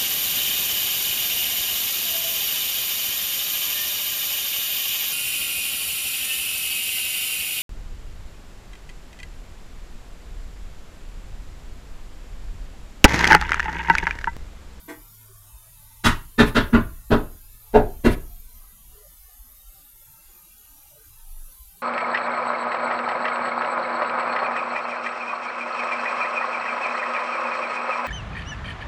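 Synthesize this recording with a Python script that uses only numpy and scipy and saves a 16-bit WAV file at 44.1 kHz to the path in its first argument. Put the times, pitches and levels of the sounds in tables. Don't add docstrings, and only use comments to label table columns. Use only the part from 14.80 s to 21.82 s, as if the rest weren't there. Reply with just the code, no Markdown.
import sys
import numpy as np
from scipy import signal
from scipy.fft import rfft, irfft, next_fast_len
from scipy.io import wavfile
from scipy.ndimage import uniform_filter1d

SR = 44100
rng = np.random.default_rng(int(sys.argv[2]) if len(sys.argv) > 2 else 0)


def wrap_up_sound(samples):
    columns = np.atleast_2d(samples).T
    tamed = np.clip(columns, -1, 1)
    steps = np.round(tamed * 32767).astype(np.int16)
    wavfile.write(sys.argv[1], SR, steps)


N = 309582

# f/Hz, relative density/dB
RUMBLE_EQ = [(10, -14.5), (24, -5), (36, -8.5), (56, -9.5), (80, -22.5), (130, -44.5), (300, -72)]
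HISS_EQ = [(60, 5.5), (160, 1.5), (250, -1.5), (340, -13.5), (600, -10.5), (1100, -3), (2000, -9),
           (3500, -5), (5500, -5.5), (6400, -2), (7600, -4), (9500, -2.5), (12400, -35.5)]
FIZZ_EQ = [(8500, -46.5), (10000, -12.5), (11200, -9), (12200, -0.5), (13000, -12), (14500, -13.5),
           (16000, -16)]
# f/Hz, level/dB
WHINE_LINES = [(7040, -73), (8134, -69.5), (8802, -70.5), (9685, -75), (9884, -70.5), (10657, -69.5),
               (10850, -62.5), (11044, -72), (11819, -72), (12004, -62), (12319, -68)]
# f/Hz, relative density/dB
WOOD_EQ = [(25, -9), (70, 4.5), (170, -1), (300, 3.5), (700, -7.5), (1450, -5), (2200, -11.5), (3700, -15),
           (5200, -24.5), (11000, -30.5), (16000, -49)]
# f/Hz, t60/s
WASH_T60 = [(60, 0.49), (250, 0.3), (1200, 0.28), (3500, 0.22), (9000, .2)]
MODE_T60 = [(21, .5), (45, .3), (106, .27), (230, .16), (400, .2), (1000, .2), (3500, .2)]
# f/Hz, relative level/dB
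TAP_MODES = [(270, -34.5), (305, -25.5), (350, -27.5), (470, -34.5), (660, -35.5), (890, -52),
             (1190, -36.5), (1560, -38.5), (1900, -35), (2040, -41), (2400, -48), (3400, -47)]
# t/s, level/dB, f/Hz, length/s
SOFT_BUMPS = [(0.1, -53.5, 35.2, .28), (0.467, -62.5, 380, 0.081), (0.713, -45.5, 51, 0.08),
              (4.103, -61, 426, 0.15), (4.197, -62, 576, .1), (4.578, -46.5, 46.6, 0.071),
              (4.819, -47.5, 40.2, 0.13), (6.09, -63, 610, .12), (6.145, -66, 440, .11),
              (6.28, -40.5, 22.6, 0.492), (6.785, -47, 52, 0.057)]
# f/Hz, relative level/dB
PANEL_MODES = [(21, -17), (40, -17.5), (51, -21.5), (106, -16), (230, -3), (246, -9.5), (282, -17.5),
               (341, -26), (392, -17.5), (426, -13), (488, -24.5), (596, -20), (693, -30), (803, -29.5),
               (885, -30), (968, -19), (1129, -27.5), (1255, -21), (1304, -23.5), (1356, -28),
               (1462, -16.5), (1497, -22), (1641, -21.5), (1720, -24), (1762, -26), (1925, -24.5),
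               (2041, -28), (2528, -28.5), (2744, -31.5), (3560, -34.5)]
# t/s, force/dB, thump/dB, hollow/dB, bark/dB, clack/dB, bite/dB, crack/dB, snap/dB
KNOCKS = [(1.235, 2.5, 2, -10.5, -1, 5.5, 5.5, 7, 12.5), (1.577, 5.5, 0, 0, -4, -0.5, 2, 2, -0.5),
          (1.743, 0, 2.5, 3.5, 4, 4.5, 4, 6.5, 3), (1.922, 5, -1, -4, -4, -2.5, -8, -10, -13),
          (2.300, 5, -2.5, 2.5, -0.5, -4, -9, -6.5, -12), (2.933, 2.5, 2, 11.5, 7.5, -8.5, -7, -11, -11),
          (3.236, 5.5, 0.5, 1, -5, -11, -0.5, -7.5, -3)]
KNOCK_EQ_HZ = [90, 240, 450, 800, 1400, 2100, 3500, 8000]
# t/s, level/dB, length/s
RATTLES = [(1.644, -38, .075), (3.289, -38, 0.073)]
# f/Hz, relative density/dB
RATTLE_EQ = [(800, -15.5), (2200, 9.5), (4000, 1), (7000, -8), (11000, 1), (16000, -14)]
TOP_HZ = 15900


def amp(db):
    return 10 ** (np.asarray(db) / 20)


def unit_rms(x):
    return x / np.sqrt(np.mean(x ** 2) + 1e-20)


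def curve_at(points, hz):
    f, value = np.transpose(points)
    return np.interp(np.log(hz + 1), np.log(f + 1), value)


def eq(x, curve):
    size = next_fast_len(len(x) + 4096)
    gain = amp(curve_at(curve, np.fft.rfftfreq(size, 1 / SR)))
    return irfft(rfft(x, size) * gain, size)[:len(x)]


def noise(curve, count):
    return unit_rms(eq(rng.standard_normal(count), curve))


def puff(curve, length_s):
    count = int(length_s * SR)
    return noise(curve, count) * np.hanning(count)


def add(mix, s, sound):
    part = mix[max(round(s * SR), 0):][:len(sound)]
    part += sound[:len(part)]


def drift(samples):
    return unit_rms(uniform_filter1d(uniform_filter1d(rng.standard_normal(N), samples), samples // 4))


def wavering_tone(hz, wander_hz=3, waver_db=3):
    turns = np.cumsum(hz + wander_hz * drift(4000)) / SR
    return unit_rms(amp(waver_db * drift(20000)) * np.sin(2 * np.pi * turns))


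def mottle(shape, bins, frames):
    across_bands = uniform_filter1d(rng.standard_normal(shape), bins, axis=0)
    return unit_rms(uniform_filter1d(across_bands, frames, axis=1))


def uneven_noise(curve):
    hz, _, bands = signal.stft(noise(curve, N), SR, nperseg=4096, noverlap=3584)
    patches = np.minimum(mottle(bands.shape, bins=7, frames=9), 1.3)
    grain = np.minimum(mottle(bands.shape, bins=5, frames=110), 2)
    depth = curve_at([(150, 2), (400, 2.4), (1500, 1.7), (5000, 1.2), (12000, .9)], hz)[:, None]
    bands *= amp(5.5 * depth * patches + 3.5 * grain)
    return unit_rms(signal.istft(bands, SR, nperseg=4096, noverlap=3584)[1][:N])


def rumble(t, rest_db=-56, stir_db=-38.5, settle_db_per_s=21.5):
    lumps = amp(4 * np.minimum(drift(5000), 1.5))
    stirred_power = sum((t > s) * amp(stir_db - settle_db_per_s * abs(t - s)) ** 2 for s, *_ in KNOCKS)
    return np.sqrt(amp(rest_db) ** 2 + stirred_power) * unit_rms(lumps * noise(RUMBLE_EQ, N))


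def drone(t, hz=105, db=-57, hold_s=3.03, fade_db_per_s=22):
    level = amp(db - fade_db_per_s * np.maximum(t - hold_s, 0))
    return level * wavering_tone(hz, wander_hz=2, waver_db=3.5)


def electronics(hiss_db=-57.5, fizz_db=-53):
    whine = sum(amp(db) * wavering_tone(hz) for hz, db in WHINE_LINES)
    return whine + amp(hiss_db) * uneven_noise(HISS_EQ) + amp(fizz_db) * uneven_noise(FIZZ_EQ)


def swell(t, rise_s):
    return 1 - np.exp(-(t / rise_s) ** 2)


def wood_colour():
    hz = np.arange(20, TOP_HZ, 45)
    depth_db = 10 * curve_at([(200, .25), (700, 1), (3000, 1), (9000, .5)], hz)
    ripple = np.clip(rng.standard_normal(len(hz)), -3, 1.2)
    return np.column_stack([hz, curve_at(WOOD_EQ, hz) + depth_db * ripple])


def wash(t, early_db=5, early_s=.042, tail_db=-39, tail_t60_s=0.54):
    hz, when, bands = signal.stft(noise(wood_colour(), len(t)), SR, nperseg=512)
    decay = amp(-60 * when / curve_at(WASH_T60, hz)[:, None])
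    tail = amp(tail_db - 60 * when / tail_t60_s)
    body = signal.istft(bands * (decay + tail), SR, nperseg=512)[1][:len(t)]
    early_lift = 1 + (amp(early_db) - 1) / (1 + (t / early_s) ** 6)
    return body * early_lift * swell(t, rise_s=0.028)


def ring(t, modes, scatter_db=2):
    hz, db = np.transpose(modes)[:, :, None]
    scatter, phase = rng.standard_normal((2, len(modes), 1))
    envelopes = amp(db + scatter_db * scatter - 60 * t / curve_at(MODE_T60, hz))
    partials = envelopes * np.sin(2 * np.pi * (hz * t + phase))
    return partials.sum(0) * swell(t, rise_s=0.03)


def tap(s=.073, tick_gain_db=-41, ring_gain_db=4):
    out, t = np.zeros(N), np.arange(SR // 2) / SR
    tick = eq(wash(t), [(100, -23), (400, 15.5), (3500, 4.5), (8000, 21)])
    add(out, s, amp(tick_gain_db) * tick + amp(ring_gain_db) * ring(t, TAP_MODES))
    return out


def bumps(spread=1.096):
    out = np.zeros(N)
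    for s, db, hz, length_s in SOFT_BUMPS:
        band = [(hz / spread ** 3, -90), (hz / spread, -15), (hz, 0),
                (hz * spread, -15), (hz * spread ** 4, -90)]
        add(out, s, amp(db) * unit_rms(puff(band, length_s)))
    return out


def rustle(s=0.17, length_s=0.36, db=-57, hz=14400, spread=1.08):
    out = np.zeros(N)
    band = [(hz / spread ** 3, -70), (hz / spread, -12), (hz, 0), (hz * spread, -16)]
    add(out, s, amp(db) * puff(band, length_s))
    return out


def knocks(wash_gain_db=-13.5, shared_power=0.3):
    out, t = np.zeros(N), np.arange(SR // 2) / SR
    shared = wash(t)
    for s, force_db, thump_db, *upper_db in KNOCKS:
        dense = np.sqrt(shared_power) * shared + np.sqrt(1 - shared_power) * wash(t)
        blow = amp(wash_gain_db) * dense + ring(t, PANEL_MODES)
        colour = list(zip(KNOCK_EQ_HZ, [thump_db, 0] + upper_db))
        add(out, s, amp(force_db) * eq(blow, colour))
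    return out


def rattles():
    out = np.zeros(N)
    for s, db, length_s in RATTLES:
        add(out, s, amp(db) * puff(RATTLE_EQ, length_s))
    return out


def scene():
    t = np.arange(N) / SR
    hits = tap() + knocks() + rattles() + bumps()
    room_tone = rumble(t) + drone(t) + electronics()
    return (hits + room_tone + rustle())[None]


def record(dry):
    rounded = dry / (1 + dry ** 6) ** (1 / 6)
    low_pass = signal.firwin(511, TOP_HZ, window=("kaiser", 9), fs=SR)
    return signal.oaconvolve(rounded, low_pass[None], "same")


dry = scene()
out = record(dry)
wrap_up_sound(out)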